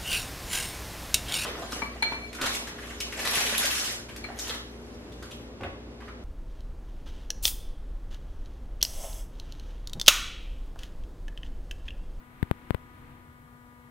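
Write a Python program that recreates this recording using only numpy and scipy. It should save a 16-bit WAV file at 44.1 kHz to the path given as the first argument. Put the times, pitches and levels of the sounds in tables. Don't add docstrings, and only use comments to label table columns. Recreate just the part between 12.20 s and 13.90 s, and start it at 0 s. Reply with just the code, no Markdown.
import sys
import numpy as np
from scipy import signal
from scipy.fft import rfft, irfft
from scipy.io import wavfile

SR = 44100
rng = np.random.default_rng(int(sys.argv[2]) if len(sys.argv) > 2 else 0)


def transcribe(signal):
    frames = np.atleast_2d(signal).T
    limited = np.clip(frames, -1, 1)
    pcm = np.round(limited * 32767).astype(np.int16)
    wavfile.write(sys.argv[1], SR, pcm)


N = 74970

# time_s, pitch_hz
MUSCLE_PITCH = [(0, 245.4), (.16, 245.5), (.3, 243.8), (.52, 246), (.65, 245.5), (.76, 246.1), (.82, 244.1),
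                (.95, 244.1), (1.02, 245.1), (1.09, 243.3), (1.16, 245.6), (1.3, 243), (1.42, 245),
                (1.48, 243.3), (1.6, 244.3), (1.66, 241.5), (1.7, 243)]
# left_rms_db, right_minus_left_db
HUM_HARMONICS = [(-55, -11), (-67.5, -6), (-77, 0), (-63.5, -5.5), (-61.5, -6), (-68.5, -4.5),
                 (-68.5, -7.5), (-65.5, -7), (-70, -15), (-81.5, -14), (-93, 4), (-86, 1), (-84, 0),
                 (-90, -1), (-90, -4), (-87.5, -9), (-88, -8)]
# start_s, step_db, corner_hz
JOLTS = [(0.22853, -11.4, 11000), (0.22902, -12.8, 11000), (0.22959, -12.5, 11000), (0.31263, -4.0, 5500),
         (0.50704, -5.4, 13000), (0.54576, -12.8, 11000), (0.54778, -11.2, 11000)]
# time_s, gain_db
BREEZE_LEVEL = [(0, -9), (.1, -7.5), (.2, -2), (.36, -2.5), (.48, -0.5), (.66, -5.5), (.78, -3), (.91, -2),
                (1.08, -10.5), (1.35, -21.5), (1.7, -18.5)]
# frequency_hz, density_db (power per hertz)
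LEAF_SPECTRUM = [(30, -76), (85, -82), (200, -83), (310, -79), (520, -94.5), (900, -89.5), (2100, -92),
                 (3400, -100), (5000, -113), (7000, -117), (15000, -114)]
# time_s, gain_db
RUMBLE_SWELL = [(0, -3), (.5, -2), (.67, 2.5), (1.15, 1), (1.35, -2), (1.7, -5.5)]
# frequency_hz, density_db
RUMBLE_SPECTRUM = [(20, -90), (50, -79.5), (90, -76.5), (118, -80.5), (142, -75), (185, -96), (400, -110),
                   (1500, -150)]
# frequency_hz, density_db
AIR_SPECTRUM = [(20, -97), (48, -81), (90, -81), (142, -87), (190, -90), (300, -90), (550, -95.5),
                (1100, -91.5), (1600, -94.5), (2300, -104), (3400, -107), (5000, -112.5), (6300, -113.5),
                (8200, -110.5), (15000, -110.5)]
# frequency_hz, correlation (limited to +-0.99 in use)
CORRELATION = [(110, 1.05), (380, 0.7), (700, 0.66), (1300, -0.5), (2400, 0.45), (4400, -0.15), (9000, 0)]
# frequency_hz, left_minus_right_db
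NOISE_BALANCE = [(100, 1.1), (500, 2.1), (1200, 5.9), (2600, 0.41), (5000, 0.22), (12000, 2.4)]


def hoverfly(jitter_share=.0015, jitter_hz=30, waver_db=.9, waver_hz=5, right_lag_s=.00023):
    pitch_hz = in_time(MUSCLE_PITCH) * (1 + jitter_share * drift(jitter_hz))
    cycles = np.cumsum(pitch_hz) / SR - np.array([[0], [right_lag_s]]) * pitch_hz
    hum = np.zeros((2, N))
    for harmonic, (left_db, right_minus_left_db) in enumerate(HUM_HARMONICS, 1):
        rms = from_db(left_db + np.array([[0], [right_minus_left_db]]) + waver_db * drift(waver_hz))
        hum += rms * np.sqrt(2) * np.sin(2 * np.pi * (harmonic * cycles + rng.random()))
    return hum


def handling_pops():
    steps = np.zeros(N)
    for start_s, step_db, corner_hz in JOLTS:
        step = from_db(step_db) * np.clip(np.arange(N) - start_s * SR, 0, 1)
        pole = np.exp(-2 * np.pi * corner_hz / SR)
        steps += signal.lfilter([1 - pole], [1, -pole], step)
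    pops = high_pass(steps, hz=93.7, q=.81) + 1e-18
    pops = bell(pops, hz=1820, gain_db=1.18, q=2.4)
    pops = bell(pops, hz=5980, gain_db=-29.5, q=2.92)
    return np.array([pops, np.zeros(N)])


def leaves():
    return diffuse_noise(LEAF_SPECTRUM) * from_db(in_time(BREEZE_LEVEL))


def far_rumble():
    return diffuse_noise(RUMBLE_SPECTRUM) * from_db(in_time(RUMBLE_SWELL))


def steady_air():
    return diffuse_noise(AIR_SPECTRUM)


def diffuse_noise(spectrum):
    hz = np.fft.rfftfreq(N, 1 / SR)
    mid, side = rfft(rng.standard_normal((2, N)))
    correlation = np.clip(at_hz(CORRELATION, hz), -.99, .99)
    sign = np.array([[1], [-1]])
    pair = np.sqrt((1 + correlation) / 2) * mid + sign * np.sqrt((1 - correlation) / 2) * side
    density_db = at_hz(spectrum, hz) + sign * at_hz(NOISE_BALANCE, hz) / 2
    gain = from_db(density_db) * np.sqrt(SR / 2)
    return steep_low_pass(irfft(pair * gain, N), hz=15700)


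def drift(corner_hz):
    hz = np.fft.rfftfreq(2 * N, 1 / SR)
    slow = irfft(rfft(rng.standard_normal(2 * N)) / (1 + (hz / corner_hz) ** 2))
    return slow[:N] / slow.std()


def from_db(db):
    return 10 ** (np.asarray(db) / 20)


def in_time(rows):
    time_s, value = np.transpose(rows)
    return np.interp(np.arange(N) / SR, time_s, value)


def at_hz(rows, hz):
    knots_hz, value = np.transpose(rows)
    return np.interp(np.log(np.maximum(hz, 1)), np.log(knots_hz), value)


def steep_low_pass(x, hz):
    return signal.fftconvolve(x, signal.firwin(255, hz, fs=SR)[None], mode="same", axes=1)


def bell(x, hz, gain_db, q):
    w, a = 2 * np.pi * hz / SR, np.sqrt(from_db(gain_db))
    k = np.sin(w) / (2 * q)
    return signal.lfilter([1 + k * a, -2 * np.cos(w), 1 - k * a], [1 + k / a, -2 * np.cos(w), 1 - k / a], x)


def high_pass(x, hz, q):
    w = 2 * np.pi * hz / SR
    k = np.sin(w) / (2 * q)
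    return signal.lfilter(np.array([1, -2, 1]) * (1 + np.cos(w)) / 2, [1 + k, -2 * np.cos(w), 1 - k], x)


def scene():
    background = far_rumble() + leaves() + steady_air()
    return background + hoverfly() + handling_pops()


def record(dry):
    return steep_low_pass(dry, hz=16750)


dry = scene()
out = record(dry)
transcribe(out)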